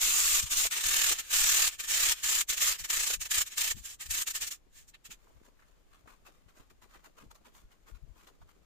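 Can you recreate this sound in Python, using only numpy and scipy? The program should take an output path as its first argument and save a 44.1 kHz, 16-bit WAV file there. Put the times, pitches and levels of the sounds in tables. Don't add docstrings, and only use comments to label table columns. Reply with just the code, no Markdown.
import sys
import numpy as np
from scipy import signal
from scipy.fft import rfft, irfft, next_fast_len
from scipy.io import wavfile
from scipy.ndimage import uniform_filter1d, map_coordinates

SR = 44100
rng = np.random.default_rng(int(sys.argv[2]) if len(sys.argv) > 2 else 0)


def waveform_to_disk(signal):
    frames = np.transpose(np.atleast_2d(signal))
    scaled = np.clip(frames, -1, 1) * 32767
    samples = np.round(scaled).astype(np.int16)
    wavfile.write(sys.argv[1], SR, samples)


N = 381817


def amp(db):
    return 10 ** (np.asarray(db) / 20)


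def unit(x):
    return x / np.sqrt(np.mean(x ** 2) + 1e-20)


def along(points, hz):
    pitches, levels = np.transpose(points)
    return np.interp(np.log(hz + 1), np.log(pitches + 1), levels)


def wobble(rate):
    return map_coordinates(rng.standard_normal(int(N * rate / SR) + 4), [np.arange(N) * rate / SR])


def filtered(x, response):
    size = next_fast_len(N + SR // 2)
    return irfft(rfft(x, size) * response(np.fft.rfftfreq(size, 1 / SR)), size)[..., :N]


def coloured(x, tone):
    return unit(filtered(x, lambda hz: amp(along(tone, hz))))


def noise():
    return rng.standard_normal((2, N))


def grains(per_s, clump_db, clumps_per_s, patchy_db):
    ticks = noise() * (rng.random((2, N)) < per_s / SR) * amp(clump_db * wobble(clumps_per_s))
    spectra = signal.stft(ticks, nperseg=1024)[2]
    patches = uniform_filter1d(rng.standard_normal(spectra.shape), size=3, axis=1)
    patches = uniform_filter1d(patches, size=9, axis=2)
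    return signal.istft(spectra * amp(patchy_db * unit(patches)), nperseg=1024)[1][:, :N]


def touch(peak_s, rise_s, fade_s):
    t = np.arange(N) / SR - peak_s
    distance = t / np.maximum(np.where(t < 0, rise_s, fade_s), .002)
    return amp(np.maximum(20 * (1 - np.sqrt(1 + distance ** 2)), -200))


def swell(start_s, length_s):
    age = np.clip((np.arange(N) / SR - start_s) / (max(length_s, .005) / 3), 0, 40)
    return (age * np.exp(1 - age)) ** 2


def together(contacts):
    first, second = np.zeros(N), np.zeros(N)
    for shape, level_db, offset_db in contacts:
        power = (amp(level_db) * shape) ** 2
        first += power
        second += power * amp(2 * offset_db)
    return np.sqrt(first), np.sqrt(second)


def room():
    # pitch_hz, level_db
    room_tone = [(15, -3.5), (35, 1.5), (70, -13), (130, -16.5), (300, -20), (1000, -28.5), (2000, -31),
                 (5000, -37), (12000, -39.5), (15500, -41.5)]
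    return coloured(noise(), room_tone) * amp([[-66], [-68]])


def shove(start_s, length_s, bite_s, growth_db, slip_hz, judder_db):
    bite_db, release_db_per_s, drift_cycles = 14.5, 1000, 0.03
    t = np.arange(N) / SR - start_s
    held_s = np.clip(t, 0, length_s)
    edges_db = bite_db * np.maximum(1 - t / bite_s, 0) + release_db_per_s * np.maximum(t - length_s, 0)
    slip_db = judder_db * np.cos(2 * np.pi * (slip_hz * held_s + drift_cycles * wobble(20)))
    return amp(np.maximum(growth_db * (held_s / length_s - .5) - slip_db - edges_db, -200))


def rubbing():
    # start_s, length_s, bite_s, friction_db, growth_db, body_offset_db,
    # slip_hz, judder_db
    pushes = [(0, 0.4, 0.015, -29.5, 1, -7.5, 24, -0.07), (0.55, 0.12, 0.023, -29.5, -4.5, -7, 20, 0.5),
              (0.703, 0.11, 0.0094, -37, -1.2, -3, 20, 2.5), (0.802, 0.33, 0.046, -31, 3.5, -5, 39, 2.5),
              (1.3, 0.38, 0.033, -28.5, 0.6, -6, 38.5, 1.9), (1.87, 0.255, 0.03, -31, 3, -5, 33.5, 2),
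              (2.224, 0.19, 0.017, -32, 3, -6, 33.7, 1.8), (2.586, 0.14, 0.035, -29, -0.5, -6, 16, 1),
              (2.888, 0.26, 0.016, -33.5, -3, -5.5, 29.8, 3), (3.299, 0.12, 0.017, -32.5, 1, -5.5, 29, 3.5),
              (3.566, 0.15, 0.016, -33.5, -3, -6.5, 30.5, 3), (3.826, 0.12, 0.031, -48, -7, -7.5, 17.8, 2),
              (4.094, 0.13, 0.016, -35.5, 1, -7.5, 28, 2.3)]
    # peak_s, rise_s, fade_s, friction_db, body_offset_db
    brushes = [(0.431, 0.02, 0.018, -37, -8), (0.47, 0.014, 0.019, -42, -4.5),
               (0.522, 0.016, 0.034, -31, -6.5), (1.154, 0.025, 0.031, -45, -0.5),
               (1.196, 0.013, 0.016, -36, -3.5), (1.248, 0.049, 0.07, -52, -2.5),
               (1.732, 0.04, 0.026, -47.5, -3.5), (1.803, 0.01, 0.016, -36.5, -3),
               (1.846, 0.015, 0.015, -41, -3), (2.176, 0.044, 0.062, -50, -2),
               (2.501, 0.011, 0.016, -29.5, -6.5), (2.531, 0.014, 0.019, -34.5, -5),
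               (2.581, 0.012, 0.011, -34, -4.5), (2.748, 0.015, 0.021, -44, -2),
               (2.798, 0.012, 0.03, -42.5, -6.4), (2.848, 0.008, 0.015, -40, -3.5),
               (3.218, 0.0113, 0.02, -37, -6.5), (3.26, 0.012, 0.014, -41, -3.5),
               (3.472, 0.014, 0.018, -45, -5.2), (3.528, 0.021, 0.022, -49, -1.5),
               (3.781, 0.024, 0.03, -52.5, -6), (4.013, 0.011, 0.025, -43, -5),
               (4.065, 0.012, 0.011, -46.5, -5.5), (4.278, 0.0094, 0.014, -34, -5),
               (4.31, 0.012, 0.011, -36, -8), (4.359, 0.014, 0.023, -35, -6),
               (4.419, 0.011, 0.032, -35, -6), (4.479, 0.012, 0.013, -38, -9.5),
               (4.517, 0.0096, 0.025, -40.5, -6.5), (4.78, 0.032, 0.042, -57, -5),
               (4.889, 0.011, 0.017, -58.5, -12), (4.946, 0.0067, 0.012, -65.5, 11.5),
               (5.057, 0.0086, 0.019, -51.5, -2.5), (5.119, 0.013, 0.019, -48.5, -2)]
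    firm = [(shove(start, length, bite, growth, slip, judder), db, body)
            for start, length, bite, db, growth, body, slip, judder in pushes]
    light = [(touch(peak, rise, fade), db, body) for peak, rise, fade, db, body in brushes]
    return together(firm + light)


def ringing(x, rings):
    def lift_db(hz):
        return sum(db / (1 + (2 * (hz - pitch) / width) ** 2) for pitch, width, db in rings)
    return filtered(x, lambda hz: amp(lift_db(hz)))


def rasp():
    snags_per_s, snag_s, snag_db = 150, 0.0008, -10.5
    snags = (rng.random(N) < snags_per_s / SR) * rng.random(N)
    scratches = signal.lfilter([1], [1, -np.exp(-1 / (snag_s * SR))], snags)
    return unit(amp(0.67 * wobble(45)) * (1 + amp(snag_db) * scratches))


def sieve():
    # pitch_hz, level_db
    wire_tone = [(1500, -41.5), (3000, -11), (4600, -5), (6000, -1), (8000, 3), (10000, -4.5), (13000, -2),
                 (15500, -4)]
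    body_tone = [(100, -33.5), (200, -20.5), (330, -12.5), (550, -13.5), (740, -15.5), (1100, -8),
                 (2000, -2.5), (2500, 2), (3900, 0), (4800, -8.5), (7000, -26)]
    bend_tone = [(10, 4), (28, 7), (50, -8), (90, -19.5), (160, -28), (400, -61.5)]
    # pitch_hz, width_hz, lift_db
    palm_rings = [(912, 60, 5.5), (1210, 140, 5.5), (1770, 180, 8.5), (3086, 97, 2.5), (3400, 80, -1.5)]
    finger_rings = [(907, 60, 3.5), (1180, 220, 7), (1768, 180, 2), (2800, 400, 2)]
    palm_down_s, settle_s = 0.68, 0.06
    friction, shaking = rubbing()
    hiss = grains(per_s=22000, clump_db=0.3, clumps_per_s=500, patchy_db=3.0)
    wires = amp(2.5) * friction * coloured(hiss, wire_tone)
    scrape = grains(per_s=11000, clump_db=0.5, clumps_per_s=260, patchy_db=2.5)
    palm = np.clip((np.arange(N) / SR - palm_down_s) / settle_s, 0, 1)
    hoop = palm * ringing(scrape, palm_rings) + (1 - palm) * ringing(scrape, finger_rings)
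    body = amp(0.5) * shaking * coloured(hoop, body_tone)
    bending = friction ** 1.363 * coloured(noise(), bend_tone) * amp([[-8], [-21]])
    return rasp() * (wires + body) + bending


def tub(x, delay_s, sway, echo_db):
    delays = delay_s * SR * np.exp(sway * np.array([wobble(4.4), wobble(4)]))
    echo = np.array([map_coordinates(side, [np.arange(N) - delay]) for side, delay in zip(x, delays)])
    return (x + amp(echo_db) * echo) / np.sqrt(1 + amp(2 * echo_db))


def puffs():
    # start_s, level_db, left_minus_right_db, length_s
    gusts = [(0.422, -34.5, 14, 0.04), (0.847, -43, -3, 0.049), (2.791, -49, 16, 0.058),
             (3.154, -48.5, 22, 0.095), (3.368, -44, 2, 0.049), (3.733, -44, 32, 0.057),
             (3.795, -46, 22, 0.039), (4.05, -47.5, 17, 0.042), (4.084, -42, 9, 0.055),
             (4.411, -50, 6, 0.045), (5.344, -55, 9, 0.056), (6.037, -51, 18, 0.029),
             (6.455, -55, 19, 0.041), (6.596, -49, -3, 0.026), (7.258, -51, -1, 0.037),
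             (7.638, -47.5, -3, 0.03), (7.912, -45, 25, 0.062), (8.017, -45, 21, 0.06),
             (8.073, -49, 30, 0.06), (8.402, -49.5, -2.5, 0.061)]
    # pitch_hz, level_db
    air_tone = [(12, -7.5), (35, 6), (70, 0.5), (130, -10.5), (200, -20.5), (400, -43.5), (1000, -79.5)]
    pressure = np.zeros((2, N))
    for start_s, level_db, lean_db, length_s in gusts:
        share = 1 / (1 + amp([[-lean_db], [lean_db]]))
        pressure += amp(level_db) * share * swell(start_s, length_s)
    swirls = amp(4.5 * wobble(12)) * amp([[-75.5], [-82]])
    return (amp(1) * pressure + swirls) * coloured(noise(), air_tone)


def bursts(lumps, spread, gain_db):
    out = np.zeros((2, N))
    size = SR // 8
    hz = np.fft.rfftfreq(size, 1 / SR)
    for start_s, level_db, pitch_hz, length_s in lumps:
        span = slice(round(start_s * SR), round(start_s * SR) + size)
        band = 1 / (1 + (np.log((hz + 1) / pitch_hz) / spread) ** 4)
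        burst = unit(irfft(rfft(rng.standard_normal((2, size))) * band, size))
        out[:, span] += amp(level_db + gain_db) * swell(start_s, length_s)[span] * burst
    return out


def knocks():
    # start_s, level_db, pitch_hz, length_s
    lumps = [(0.647, -39, 633, 0.022), (1.102, -41, 482, 0.037), (3.096, -43.5, 600, 0.028),
             (3.745, -51.5, 134, 0.063), (4.663, -62.5, 253, 0.022), (5.086, -53, 220, 0.026),
             (5.294, -65, 546, 0.035), (6.055, -55.5, 598, 0.016), (6.28, -59, 448, 0.031),
             (6.825, -58, 150, 0.028), (7.22, -53.5, 210, 0.05), (7.464, -60, 334, 0.043),
             (8.275, -59, 498, 0.019)]
    return bursts(lumps, spread=0.67, gain_db=-5.0)


def kneading():
    # peak_s, fade_s, crunch_db, grit_offset_db
    squeezes = [(5.246, 0.22, -76.2, -3), (5.453, 0.036, -69, -2.1), (5.62, 0.145, -75, -5.2),
                (5.938, 0.046, -68, -6), (5.997, 0.019, -75, -0.5), (6.09, 0.061, -64, -5),
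                (6.264, 0.033, -59.5, -7), (6.331, 0.076, -72.8, -5.5), (6.491, 0.018, -65.5, -6),
                (6.575, 0.056, -65, -3), (6.705, 0.015, -65, -2.5), (6.828, 0.026, -62.5, -4.5),
                (6.919, 0.102, -68, -6), (6.95, 0.018, -59, -5.5), (7.05, 0.027, -59.5, -5),
                (7.19, 0.047, -61.5, -5.5), (7.312, 0.014, -58.5, -5), (7.355, 0.02, -64, -1),
                (7.459, 0.031, -61.5, -6.5), (7.558, 0.055, -65, -1.3), (7.718, 0.028, -67.5, -4.2),
                (7.881, 0.033, -61.5, -3.5), (7.955, 0.021, -64, -6), (8.195, 0.093, -66.8, -3.7),
                (8.277, 0.024, -62, -2.5), (8.42, 0.017, -66.5, -9), (8.495, 0.032, -70, -3.5)]
    # pitch_hz, level_db
    crunch_tone = [(350, -24), (750, -6), (1150, 3), (1600, -4.5), (2500, -7.5), (3700, -10), (6000, -25)]
    grit_tone = [(2500, -23), (4300, -4.5), (7000, -2), (10000, -3.5), (15500, -2.5)]
    fall_tone = [(100, -10), (220, 0.5), (380, 1.5), (650, -3), (1100, -31), (3000, -60)]
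    start_s, fall_s, stir_db, trickle_db = 5.13, 0.016, -84.5, -78.5
    squeeze, shed = together([(touch(peak, rise_s=0.37 * fade, fade_s=fade), db, offset)
                              for peak, fade, db, offset in squeezes])
    stirring = (np.arange(N) / SR > start_s) * amp(2.3 * wobble(36))
    lag = np.exp(-1 / (fall_s * SR))
    landing = signal.lfilter([1 - lag], [1, -lag], squeeze)
    crumbling = unit(amp(1.8 * wobble(170)))
    coarse = grains(per_s=4500, clump_db=1.0, clumps_per_s=330, patchy_db=4.0)
    fine = grains(per_s=9000, clump_db=0.5, clumps_per_s=600, patchy_db=2.0)
    crumbs = grains(per_s=970, clump_db=4.5, clumps_per_s=70, patchy_db=1.5)
    crunch = np.hypot(amp(1.0) * squeeze, amp(stir_db) * stirring) * coloured(coarse, crunch_tone)
    grit = np.hypot(amp(3.5) * shed, amp(stir_db + 0.5) * stirring) * coloured(fine, grit_tone)
    fall = np.hypot(amp(-6) * landing, amp(trickle_db) * stirring) * coloured(crumbs, fall_tone)
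    return crumbling * (crunch + grit + fall) * amp([[.7], [-.7]])


def cracks():
    # start_s, level_db, pitch_hz, length_s
    clods = [(5.27, -51, 1000, 0.011), (5.589, -56, 1350, 0.018), (5.615, -56, 1500, 0.035),
             (6.074, -45.5, 1290, 0.019), (6.944, -47, 1110, 0.02), (7.874, -51.5, 1350, 0.02),
             (8.414, -48.5, 1010, 0.018), (8.485, -55, 1200, 0.018)]
    return bursts(clods, spread=0.38, gain_db=-12.0)


def scene():
    lumps = knocks() + cracks()
    sieving = tub(sieve(), delay_s=.0014, sway=0.069, echo_db=-18.5)
    return sieving + kneading() + lumps + puffs() + room()


def record(dry):
    # pitch_hz, level_db
    left_tone = [(6000, 2.5), (6900, 3.5), (7700, 1), (8500, 3), (9200, 0.5), (9800, -4.5), (11200, -1)]
    right_tone = [(5900, 2), (6800, 6.5), (7250, 8), (7900, -4.5), (8700, -9.5), (9200, -3), (10200, -1.5),
                  (11200, -1.5)]
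    top_hz, edge_hz = 15550, 300

    def response(hz):
        cutoff = np.clip((top_hz - hz) / edge_hz + .5, 0, 1) ** 2
        return amp([along(left_tone, hz), along(right_tone, hz)]) * cutoff
    return filtered(dry, response)


dry = scene()
out = record(dry)
waveform_to_disk(out)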